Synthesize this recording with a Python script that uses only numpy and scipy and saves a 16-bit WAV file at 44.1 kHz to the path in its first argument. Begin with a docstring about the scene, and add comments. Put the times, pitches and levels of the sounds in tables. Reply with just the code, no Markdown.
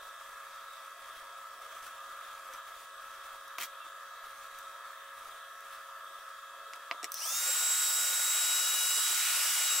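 """Workbench with fans and a hot-air gun

Two small fans hum, as drifting tones over noise that rings in their housings.
Gloved hands rub a wooden stock with a pad (grainy noise), squeak, scuff over the mat (rough noise)
and knock the stock on the bench (ringing modes). Small clicks ring in the same way.
A pistol-grip hot-air gun clatters as it is picked up and is switched on: whine, blade tone, whistles
and rush of air all follow one motor speed, and change as the gun is moved over the wood."""
import sys
import numpy as np
from scipy import signal
from scipy.fft import irfft
from scipy.io import wavfile
from scipy.ndimage import uniform_filter1d

SR = 44100
rng = np.random.default_rng(int(sys.argv[2]) if len(sys.argv) > 2 else 0)


def file_out(sig):
    """Save sig as 16-bit WAV at sys.argv[1]."""
    # one column per channel
    cols = np.atleast_2d(sig).T
    # limit, then scale
    lim = np.clip(cols, -1, 1)
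    pcm = np.round(lim * 32767).astype(np.int16)
    wavfile.write(sys.argv[1], SR, pcm)


N = 432180
TIME = np.arange(N) / SR

# Fans: basic pitch, then partials [multiple of the pitch, level/dB before the flutter]
FAN_A_HZ, FAN_B_HZ = 550.1, 653.3
FAN_A_PARTIALS = [(1, -66), (2, -60.5), (3, -59), (5, -89)]
FAN_B_PARTIALS = [(1, -70.5), (2, -54.5), (3, -70.5), (4, -72), (5, -68.5), (6, -80.5), (7, -80)]
# Air resonances in the fan housings [f/Hz, width/Hz, level/dB per Hz]
HOUSING_RINGS = [(453, 51, -94.5), (563, 75, -89.5), (676, 64, -85.5), (945.5, 21, -82.5), (1030, 77, -84),
                 (1223, 60, -70), (1358, 80, -75.5), (1493, 110, -84), (1727, 123, -80.5),
                 (1890, 80, -91.5), (2060, 330, -94.5), (2520, 270, -99), (3050, 100, -94.5),
                 (3290, 120, -88.5), (3556, 146, -86), (3834, 91, -88.5)]
# Still room: noise floor [f/Hz, level/dB per Hz] and left-right likeness [f/Hz, share 0 to 1]
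ROOM_FLOOR = [(20, -118), (70, -115), (135, -117), (270, -110), (400, -102.5), (800, -106.5), (2900, -99),
              (4200, -101), (8000, -101), (12000, -104), (16000, -104)]
FLOOR_LIKENESS = [(60, 0.37), (130, 0.075), (290, 0.22), (640, 1), (1410, 0.97), (3100, 0.33), (6820, 0.15),
                  (15000, 0.085)]
# Left-right likeness of the rubbing, scuffing, puffs and blown air [f/Hz, share 0 to 1]
AIR_LIKENESS = [(60, 0.49), (150, 0.55), (240, 0.65), (380, 0.8), (600, 0.73), (950, 0.87), (1500, 0.97),
                (2380, 0.9), (3770, 0.73), (5980, 0.47), (9470, 0.063), (15000, 0.66)]
# Echo: time to fade by 60 dB [f/Hz, t60/s]
ROOM_FADE = [(200, 0.15), (1000, 0.025), (4000, 0.081), (15000, 0.056)]

# Rubbing strokes [start t/s, length/s, level/dB before the grain]
RUB_STROKES = [(0.0, .11, -61), (0.18, 0.69, -62.5), (0.986, 0.24, -60), (1.25, 0.35, -65.5),
               (1.604, 0.21, -58), (1.81, 0.087, -55), (1.936, 0.64, -59), (2.516, 0.031, -54),
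               (2.64, 0.22, -59), (2.992, 0.36, -60.5), (3.833, 0.033, -57), (4.222, 0.51, -60),
               (4.837, 0.074, -61), (5.16, 0.13, -58.5), (5.297, 0.1, -64), (5.628, 0.11, -60),
               (5.73, .08, -59), (6.155, 0.037, -64)]
# Tone colour of the rubbing [f/Hz, relative level/dB]
RUB_SPECTRUM = [(40, 10), (130, -13), (260, -2.5), (400, 0), (700, 10.5), (2200, 8), (4500, 2.5), (9000, 3),
                (16000, -3)]
# The faint handling rustle is also a level before the grain
STROKE_RISE_S, STROKE_FADE_S, HANDLING_DB = 0.017, .035, -65

# Small clicks, the first a barely heard tick, the last two from the switch
# [t/s, level/dB, hardness as upper limit f/Hz, rattle as a share of the blow]
SMALL_CLICKS = [(0.089, -59, 5000, .5), (2.536, -46, 12000, 0.9), (3.480, -52, 12000, 0.99),
                (4.588, -47, 15000, 0.43), (5.607, -52, 15000, .4), (6.760, -55, 14000, .4),
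                (7.1196, -32.5, 14800, 0.48), (7.1424, -32.5, 14900, 0.85)]
# Ringing modes of hard plastic [f/Hz, relative level/dB, t60/s]
PLASTIC_MODES = [(1300, -23, .02), (5780, -5.5, 0.0077), (6240, -1, 0.0088), (8300, 2, 0.0033),
                 (9900, -5, 0.011), (11500, -1, 0.0046), (12500, 2, .005), (14800, 11, 0.0028)]
# Knocks and soft bumps of the stock on the bench
# [t/s, level/dB, hardness as upper limit f/Hz, rattle as a share of the blow]
STOCK_KNOCKS = [(3.585, -35, 1700, 0.15), (3.5892, -42, 7000, 0.45), (3.865, -51, 1500, .9),
                (6.7352, -39, 12000, 0.091), (6.9124, -25, 4100, 0.02), (6.9195, -40.5, 970, .1),
                (6.9255, -45, 1100, .1), (6.946, -45, 1200, .2)]
# Ringing modes of wood on the bench [f/Hz, relative level/dB, t60/s]
WOOD_MODES = [(356, -33, 0.05), (540, -38, 0.011), (705, -17.5, 0.092), (1060, -5, 0.02),
              (1220, -1.5, 0.029), (1630, -1, 0.0074), (2010, 1, 0.016), (2210, 1.5, 0.011),
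              (2650, 5, 0.0046), (4020, -1, 0.0054), (4840, 1, 0.01), (5660, -1, 0.0076), (6940, 1, 0.0046),
              (8170, -9, 0.0044), (11000, 1, .0012), (14500, 6, .0033)]
# The gun clatters as it is picked up
# [t/s, level/dB, hardness as upper limit f/Hz, rattle as a share of the blow]
GUN_CLATTER = [(7.030, -38, 11500, 1), (7.0335, -45, 850, 0.1), (7.0437, -29.5, 13000, 0.46),
               (7.044, -57, 376, .1), (7.052, -46, 9000, .9)]
# Ringing modes of the gun's hollow casing [f/Hz, relative level/dB, t60/s]
CASING_MODES = [(340, -29, 0.14), (436, -17, 0.049), (750, -10, 0.022), (1300, -12, 0.035),
                (2040, -5, 0.021), (2300, -2, 0.015), (2750, -4, 0.0096), (4040, 4, 0.0022),
                (5570, 6, 0.0048), (6900, 5, 0.0027), (7940, 2, 0.0041), (11000, 6, 0.0011),
                (14500, 9, .0033)]
# Small struck things give off little bass
RADIATES_ABOVE_HZ = 250

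# Glove squeaks and low groans of the grip [start t/s, length/s, first f/Hz, last f/Hz, peak level/dB]
GLOVE_SQUEAKS = [(2.475, 0.074, 542, 510, -57), (3.608, .044, 3400, 1390, -45),
                 (3.622, .025, 9900, 5380, -45), (3.79, .08, 2780, 2600, -57),
                 (7.467, 0.046, 566, 522, -47.5)]
# The pad catches, slides and leaves the mat
# [start t/s, length/s, rise/s, body level/dB, edge level/dB], levels before the grain
SCUFF_PUSHES = [(3.581, 0.0034, 0.0027, -38, -40.5), (3.597, 0.025, 0.015, -39, -38.5),
                (3.629, 0.01, 0.0067, -47, -41), (3.646, 0.005, .004, -53, -57)]
# Tone colour of the hollow body and of the scratchy edge [f/Hz, relative level/dB]
SCUFF_BODY_SPECTRUM = [(100, -40), (300, -12), (800, -14), (1300, 8), (1700, -4), (2100, 1), (2600, -3),
                       (3200, 0.5), (3900, -10), (8000, -30)]
SCUFF_EDGE_SPECTRUM = [(1000, -26), (3500, -9), (5400, -1), (9000, -6), (12000, -4), (15500, -4)]
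SCUFF_FADE_S = 0.014

# Gun motor: start, time constant of the spin-up, and pitch of the whine at full speed
MOTOR_ON_S, SPIN_UP_S, TOP_HZ = 7.13, .069, 3837.5
# The steady tones come in with these powers of the speed
WHINE_POWER, BLADE_POWER = 7.7, 8.3
# The whine at full speed as the gun turns [t/s, level/dB, left minus right/dB]
WHINE_COURSE = [(7.38, -42.5, -2), (7.5, -45.5, 7), (7.65, -42.5, 3), (8.05, -42.5, 0.5), (8.5, -39.5, -3),
                (8.88, -39.5, -1), (9.03, -42.5, -9), (9.22, -42.5, -8), (9.32, -47, -11),
                (9.55, -52.5, -14), (9.7, -38, -1), (9.8, -43, -1.5)]
# The octave above it, before the casing shapes it [t/s, level/dB, left minus right/dB]
OCTAVE_COURSE = [(7.42, -35.5, -7), (7.49, -29, -1.5), (8.14, -31.5, -3.5), (8.45, -29.5, 3),
                 (8.62, -32.5, 7), (8.83, -37, 8), (8.93, -30.5, -3), (9.25, -34.5, 2.5),
                 (9.55, -35.5, -.5), (9.77, -30, 6)]
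# Casing resonance in which the octave sings; the width is to one side
RING_HZ, RING_WIDTH_HZ = 7944, 230
# Pitch of the blade tone as a multiple of the whine's
BLADE_RATIO = 1444.5 / 3836.5
# Blade partials at full speed [multiple of the blade tone, level/dB, share of the facing gain]
BLADE_PARTIALS = [(1, -47.5, -0.099), (2, -44, 1), (3, -63, -0.025), (4, -53.5, 0.043), (5, -58, 0.22),
                  (6, -49.5, -0.3), (7, -48, 0.2), (8, -55, .5)]
# How far the intake faces the listener [t/s, gain/dB]
INTAKE_FACING = [(7.4, -7.5), (8.2, -13.5), (8.38, -9), (8.52, -3.5), (8.75, -2), (8.9, 2.5), (9.12, -4.5),
                 (9.45, -1), (9.8, -1.5)]
# Breathy whistles at full speed
# [multiple of the whine, width/Hz, level/dB, share of the facing gain]
BREATHY_WHISTLES = [(1.265, 129, -53, 0.37), (1.489, 300, -50.5, -0.1), (1.785, 340, -47.5, -0.19),
                    (2.87, 160, -62, -.8), (3, 103, -53.5, -0.1)]
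# Partials that flare while climbing through casing resonances
# [multiple of the whine, resonance f/Hz, half width/Hz, level/dB, breathiness as width/Hz]
CASING_FLARES = [(1, 3020, 370, -50.5, 73), (2, 3800, 720, -55, 900), (2, 5300, 500, -47, 200),
                 (2, 6950, 330, -46, 300), (1.785, 5770, 620, -45, 700), (1.785, 6500, 210, -42.5, 500),
                 (2.635, 8350, 350, -43.5, 110), (3.39, 11500, 450, -47, 180), (3, 11000, 220, -51, 180)]

# Air through the gun at full speed [t/s, rush level/dB, hiss level/dB]
AIR_COURSE = [(7.3, -47.5, -34.5), (7.47, -39.5, -33), (8.1, -40, -33.5), (8.41, -37.5, -33.5),
              (8.88, -39.5, -31.5), (9.28, -35, -32), (9.51, -35.5, -31.5), (9.66, -36, -32.5),
              (9.8, -37.5, -34)]
# Tone colour of the nozzle rush and of the intake hiss [f/Hz, relative level/dB]
RUSH_SPECTRUM = [(50, -24), (150, -13), (270, -17), (390, -14), (490, -8.5), (700, -4.5), (1200, 0.5),
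                 (2300, 3), (3400, 2.5), (4300, -1), (5200, 2.5), (8000, -2.5), (15000, -22)]
HISS_SPECTRUM = [(500, -50), (3000, -23), (4500, -3), (5300, 1.5), (5750, 3), (6300, -1), (7300, 1.5),
                 (8300, 1), (9100, 4.5), (10400, 3.5), (11000, -1.5), (11900, -1.5), (13300, -1.5),
                 (15700, -2)]
# The hiss changes colour as the intake comes round [f/Hz, share of the facing gain]
HISS_TURNING = [(3000, .05), (5700, 0.1), (6400, 0.027), (8200, 0.015), (9100, -0.067), (10500, 0.26),
                (11900, 0.14), (13500, -0.33), (14600, -0.23), (15500, -.05)]
# The air grows with these powers of the speed; the hiss starts from a faint share
RUSH_POWER, HISS_POWER, FIRST_DRAUGHT = 0.9, 2.8, 0.14
# The low part of the rush has its own constant level, before the speed
SPREAD_BELOW_HZ, LOW_RUSH_DB = 900, -37
# The intake's resonance, heard in the first draught
INTAKE_HZ, INTAKE_WIDTH_HZ, INTAKE_DB = 5740, 910, -46
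# Fluttering low edge: middle, typical swing, pace, and the drop below it at full speed
FLUTTER_EDGE_HZ, FLUTTER_OCTAVES, FLUTTER_RATE_HZ, FLUTTER_DB = 490, .42, 28, 17
# Soft, low puffs of noise [start t/s, length/s, level/dB]
LOW_PUFFS = [(7.454, .045, -59.5), (8.968, 0.014, -56), (9.101, .012, -57)]
# Tone colour of the puffs [f/Hz, relative level/dB]
PUFF_SPECTRUM = [(60, -28), (150, -11), (210, -12), (400, -1), (700, -1), (1500, -40), (16000, -80)]

# Upper limit of the whole sound
EDGE_HZ = 15790


def amp(db):
    """Turns decibels into a gain."""
    return 10 ** (np.asarray(db) / 20)


def evened(x):
    """Scales a sound to an average strength (rms) of 1."""
    return x / np.sqrt(np.mean(x ** 2) + 1e-20)


def read(points, hz):
    """Reads a spectrum table between its points, along a log-frequency axis."""
    f, value = np.transpose(points)
    return np.interp(np.log(hz + 1), np.log(f + 1), value)


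def curves(rows):
    """Draws each column of a time table as a value for every sample."""
    s, *columns = np.transpose(rows)
    return [np.interp(TIME, s, column) for column in columns]


def add(mix, s, sound):
    """Mixes a sound in at time s."""
    part = mix[round(s * SR):][:len(sound)]
    part += sound[:len(part)]


def stroke(start, length, rise_s, fade_s):
    """Rise, hold and fade of one movement or puff."""
    t = TIME - start
    rise = np.clip(t / rise_s, 0, 1)
    return rise * np.exp(-np.clip((t - length) / fade_s, 0, 20))


def wander(rate_hz):
    """Smooth random curve of rms 1, with little movement faster than rate_hz."""
    hz = np.fft.rfftfreq(N, 1 / SR)[:N // 8]
    real, imag = rng.standard_normal((2, len(hz)))
    return evened(irfft((real + 1j * imag) / (1 + (hz / rate_hz) ** 2), N))


def noise(colour_db, likeness, patchy_db):
    """Stereo noise with a given colour in dB per Hz, left-right likeness and drifting patches."""
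    white = rng.standard_normal((2, N)) * np.sqrt(SR / 2)
    hz, _, (a, b) = signal.stft(white, SR, nperseg=1024, noverlap=768)
    same = np.clip(read(likeness, hz), 0, .995)[:, None]
    mid = a * np.sqrt((1 + same) / 2)
    side = b * np.sqrt((1 - same) / 2)
    # smooth the chance across frequency, then across time
    patches = uniform_filter1d(rng.standard_normal(a.shape), size=12, axis=0)
    patches = evened(uniform_filter1d(patches, size=24, axis=1))
    gain = amp(colour_db(hz)[:, None] + patchy_db * patches)
    z = np.array([mid + side, mid - side]) * gain
    return signal.istft(z, SR, nperseg=1024, noverlap=768)[1][:, :N]


def rustle(spectrum, patchy_db):
    """Stereo noise of rms 1, coloured by a spectrum table."""
    return evened(noise(lambda hz: read(spectrum, hz), AIR_LIKENESS, patchy_db))


def turning(hz):
    """Phase of something that turns hz times a second."""
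    return 2 * np.pi * np.cumsum(hz) / SR


def whistle(phase, width_hz):
    """A narrow band of noise of rms 1 that rides on a moving pitch."""
    in_step = wander(width_hz / 2) * np.cos(phase)
    quarter_turn = wander(width_hz / 2) * np.sin(phase)
    return evened(in_step + quarter_turn)


def filtered(x, gain_db):
    """A moving filter: gain_db(hz, at) gives dB for each frequency at the samples at."""
    hz, t, z = signal.stft(x, SR, nperseg=768, noverlap=576)
    at = np.minimum(np.round(t * SR).astype(int), N - 1)
    return signal.istft(z * amp(gain_db(hz[:, None], at)), SR, nperseg=768, noverlap=576)[1][:, :N]


def split(x, hz):
    """The parts of a sound below and above hz."""
    low = signal.sosfiltfilt(signal.butter(4, hz, fs=SR, output="sos"), x)
    return low, x - low


def room(x):
    """Echo of a small, cluttered room: sparse reflections that fade at a pace set by frequency."""
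    shape = (2, SR // 3)
    taps = rng.standard_normal(shape) * (rng.random(shape) < .08) * (TIME[:SR // 3] > .003)
    hz, t, z = signal.stft(taps, SR, nperseg=128)
    fade = amp(-60 * t / read(ROOM_FADE, hz)[:, None])
    tail = signal.istft(z * fade, SR, nperseg=128)[1]
    return signal.oaconvolve(x[None], tail / np.linalg.norm(tail[0]), axes=1)[:, :N]


def fan_hum(hz, partials, drift, flutter_db):
    """A small fan whose speed drifts and whose partials flutter in the turbulence."""
    phase = turning(hz * (1 + drift * wander(2.72)))
    hum = np.zeros(N)
    for k, db in partials:
        level = np.sqrt(2) * amp(db + flutter_db * wander(8.4))
        hum += level * np.sin(k * phase + rng.uniform(0, 2 * np.pi))
    return hum


def fan_air():
    """Noise of the air ringing in the fan housings, over the floor of the room."""
    def colour_db(hz):
        power = amp(read(ROOM_FLOOR, hz)) ** 2
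        for f, width, db in HOUSING_RINGS:
            power = power + amp(db) ** 2 / (1 + ((hz - f) / (0.55 * width)) ** 2) ** 2
        return 10 * np.log10(power)
    return noise(colour_db, FLOOR_LIKENESS, patchy_db=1.88)


def rubbing():
    """Soft, grainy strokes of the pad under uneven pressure, over a faint handling rustle."""
    power = amp(HANDLING_DB) ** 2
    for s, length, db in RUB_STROKES:
        power = power + (amp(db) * stroke(s, length, STROKE_RISE_S, STROKE_FADE_S)) ** 2
    fibres = rustle(RUB_SPECTRUM, patchy_db=1.2)
    grain = amp(1.5 + 1.44 * wander(97) + 1.2 * wander(21))
    return fibres * np.sqrt(power) * grain


def strikes(rows, modes, rattle_s):
    """A blow and a brief rattle ring the modes; soft blows leave out the high ones."""
    out, t = np.zeros(N), TIME[:SR // 6]
    ring = sum(amp(db - 60 * t / t60) * np.cos(2 * np.pi * hz * t) for hz, db, t60 in modes)
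    ring = ring * np.heaviside(t, .5)  # half weight on the first sample
    radiation = signal.butter(4, RADIATES_ABOVE_HZ, "high", fs=SR, output="sos")
    for s, db, hard_hz, rattle in rows:
        chatter = rng.standard_normal(len(t)) * np.exp(-t / rattle_s)
        force = signal.unit_impulse(len(t)) + rattle * chatter / np.linalg.norm(chatter)
        contact = signal.butter(4, hard_hz, fs=SR, output="sos")
        struck = signal.fftconvolve(force, ring)[:len(t)]
        sound = signal.sosfilt(np.vstack([contact, radiation]), struck)
        # the table's level is that of the loudest 4 ms
        loudest = np.sqrt(uniform_filter1d(sound ** 2, size=SR // 250).max())
        add(out, s, amp(db) * sound / loudest)
    return out


def squeaks():
    """Rubber slips in short, falling chirps with a rough pitch."""
    out = np.zeros(N)
    for s, length, first_hz, last_hz, db in GLOVE_SQUEAKS:
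        n = round(length * SR)
        hz = np.geomspace(first_hz, last_hz, n) * (1 + 0.1 * rng.standard_normal(n))
        add(out, s, amp(db) * np.sqrt(2) * np.hanning(n) * np.sin(turning(hz)))
    return out


def scuff():
    """One quick, rough swipe in a few pushes: a hollow body and a scratchy edge, catching grain by grain."""
    body = rustle(SCUFF_BODY_SPECTRUM, patchy_db=2.5)
    edge = rustle(SCUFF_EDGE_SPECTRUM, patchy_db=2.0)
    pushes = np.zeros((2, N))
    for s, length, rise_s, body_db, edge_db in SCUFF_PUSHES:
        texture = amp(body_db) * body + amp(edge_db) * edge
        pushes += stroke(s, length, rise_s, SCUFF_FADE_S) * texture
    return pushes * amp(2.8 * wander(220))


def motor_speed():
    """Share of full speed: the motor closes in on it exponentially."""
    return 1 - np.exp(-np.maximum(TIME - MOTOR_ON_S, 0) / SPIN_UP_S)


def flares(hz, phase):
    """Each partial shrieks for as long as its rising pitch lies in a resonance of the casing."""
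    return sum(amp(db) / (1 + ((k * hz - ring_hz) / width) ** 4) * whistle(k * phase, breath)
               for k, ring_hz, width, db, breath in CASING_FLARES)


def gun_motor():
    """Whine, blade tone and whistles all follow the speed; turbulence shakes their pitch and level."""
    speed = motor_speed()
    hz = TOP_HZ * speed
    whine_db, whine_pan_db = curves(WHINE_COURSE)
    octave_db, octave_pan_db = curves(OCTAVE_COURSE)
    facing_db, = curves(INTAKE_FACING)
    phase = turning(hz * (1 + 0.00048 * wander(9.6) + 0.00041 * wander(1.41)))
    shaken = phase + 0.17 * wander(45)
    sides = np.array([[.5], [-.5]])  # left, right

    whine_level = amp(whine_db + sides * whine_pan_db + 1.64 * wander(41))
    whine = whine_level * np.sin(shaken + 0.24 * sides * wander(0.79))

    # the octave sings out once it has climbed into a resonance of the casing
    ring = 1 / np.hypot(1, (2 * hz - RING_HZ) / RING_WIDTH_HZ)
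    octave_level = amp(octave_db + sides * octave_pan_db + 1.3 * wander(30))
    # its short waves arrive out of step on the left and right
    octave = octave_level * np.sin(2 * shaken + sides * (0.41 + 0.12 * wander(3.3)))
    octave = ring * (octave + amp(-49) * whistle(2 * phase, width_hz=130))

    blades = np.zeros((2, N))
    for k, db, lean in BLADE_PARTIALS:
        level = amp(db + lean * facing_db + 1.5 * wander(39))
        blades += level * np.sin(k * BLADE_RATIO * phase + 0.21 * k * sides * wander(0.71))

    whistles = sum(amp(db + lean * facing_db) * whistle(k * phase, width)
                   for k, width, db, lean in BREATHY_WHISTLES)
    breathy = speed ** 6 * whistles + flares(hz, phase) * (speed > 0)
    tones = speed ** WHINE_POWER * (whine + octave) + speed ** BLADE_POWER * blades
    return np.sqrt(2) * tones + breathy + amp(-6) * room(breathy)


def gun_air():
    """Nozzle rush and intake hiss grow with the speed and change as the gun moves."""
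    speed = motor_speed()
    rush_db, hiss_db = curves(AIR_COURSE)
    facing_db, = curves(INTAKE_FACING)
    low, rest = split(rustle(RUSH_SPECTRUM, patchy_db=1.06), SPREAD_BELOW_HZ)
    # the long waves spread evenly, however the gun is turned
    rush = rest * amp(rush_db) + low * amp(LOW_RUSH_DB)

    jet = rustle(HISS_SPECTRUM, patchy_db=1.6)
    hiss = filtered(jet, lambda hz, at: read(HISS_TURNING, hz) * facing_db[at])
    # the intake hisses faintly from the first turn, and rings until the flow has settled
    draught = FIRST_DRAUGHT * (speed > 0) + (1 - FIRST_DRAUGHT) * speed ** HISS_POWER
    ring = whistle(2 * np.pi * INTAKE_HZ * TIME, INTAKE_WIDTH_HZ)
    ring = ring * stroke(MOTOR_ON_S, length=0.31, rise_s=.03, fade_s=.06)
    intake = amp(INTAKE_DB) * (ring + amp(-2.0) * room(ring))
    return rush * speed ** RUSH_POWER + hiss * amp(hiss_db) * draught + intake


def flutter(x):
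    """While the gun blows, the low edge of the sound jumps up and down many times a second."""
    edge_hz = FLUTTER_EDGE_HZ * 2 ** (FLUTTER_OCTAVES * wander(FLUTTER_RATE_HZ))
    depth_db = FLUTTER_DB * motor_speed()
    return filtered(x, lambda hz, at: -depth_db[at] / (1 + (hz / edge_hz[at]) ** 20))


def low_puffs():
    """Soft, low puffs of noise, each with a quick rise and fade."""
    puffs = sum(amp(db) * stroke(s, length, rise_s=.005, fade_s=0.005) for s, length, db in LOW_PUFFS)
    return puffs * rustle(PUFF_SPECTRUM, patchy_db=2.5)


def scene():
    """Mixes the fans, hands, knocks, gun and puffs; the struck sounds and squeaks get an echo."""
    hum = fan_hum(FAN_A_HZ, FAN_A_PARTIALS, drift=0.0011, flutter_db=1.2)
    hum += fan_hum(FAN_B_HZ, FAN_B_PARTIALS, drift=0.0013, flutter_db=2)
    clicks = strikes(SMALL_CLICKS, PLASTIC_MODES, rattle_s=0.0032)
    knocks = squeaks() + strikes(STOCK_KNOCKS, WOOD_MODES, rattle_s=0.0062)
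    knocks += strikes(GUN_CLATTER, CASING_MODES, rattle_s=0.006)
    hits = knocks + amp(-6.5) * room(knocks) + clicks + amp(-6.5) * room(clicks)
    # the low edge flutters in all the soft, steady sounds
    soft = flutter(hum + fan_air() + rubbing() + gun_air())
    return soft + hits + scuff() + gun_motor() + low_puffs()


def record(dry):
    """Cuts off the highest treble with a steep filter."""
    lowpass = signal.firwin(1501, EDGE_HZ, window=("kaiser", 8), fs=SR)
    return signal.oaconvolve(dry, lowpass[None], "same", axes=1)


dry = scene()
out = record(dry)
file_out(out)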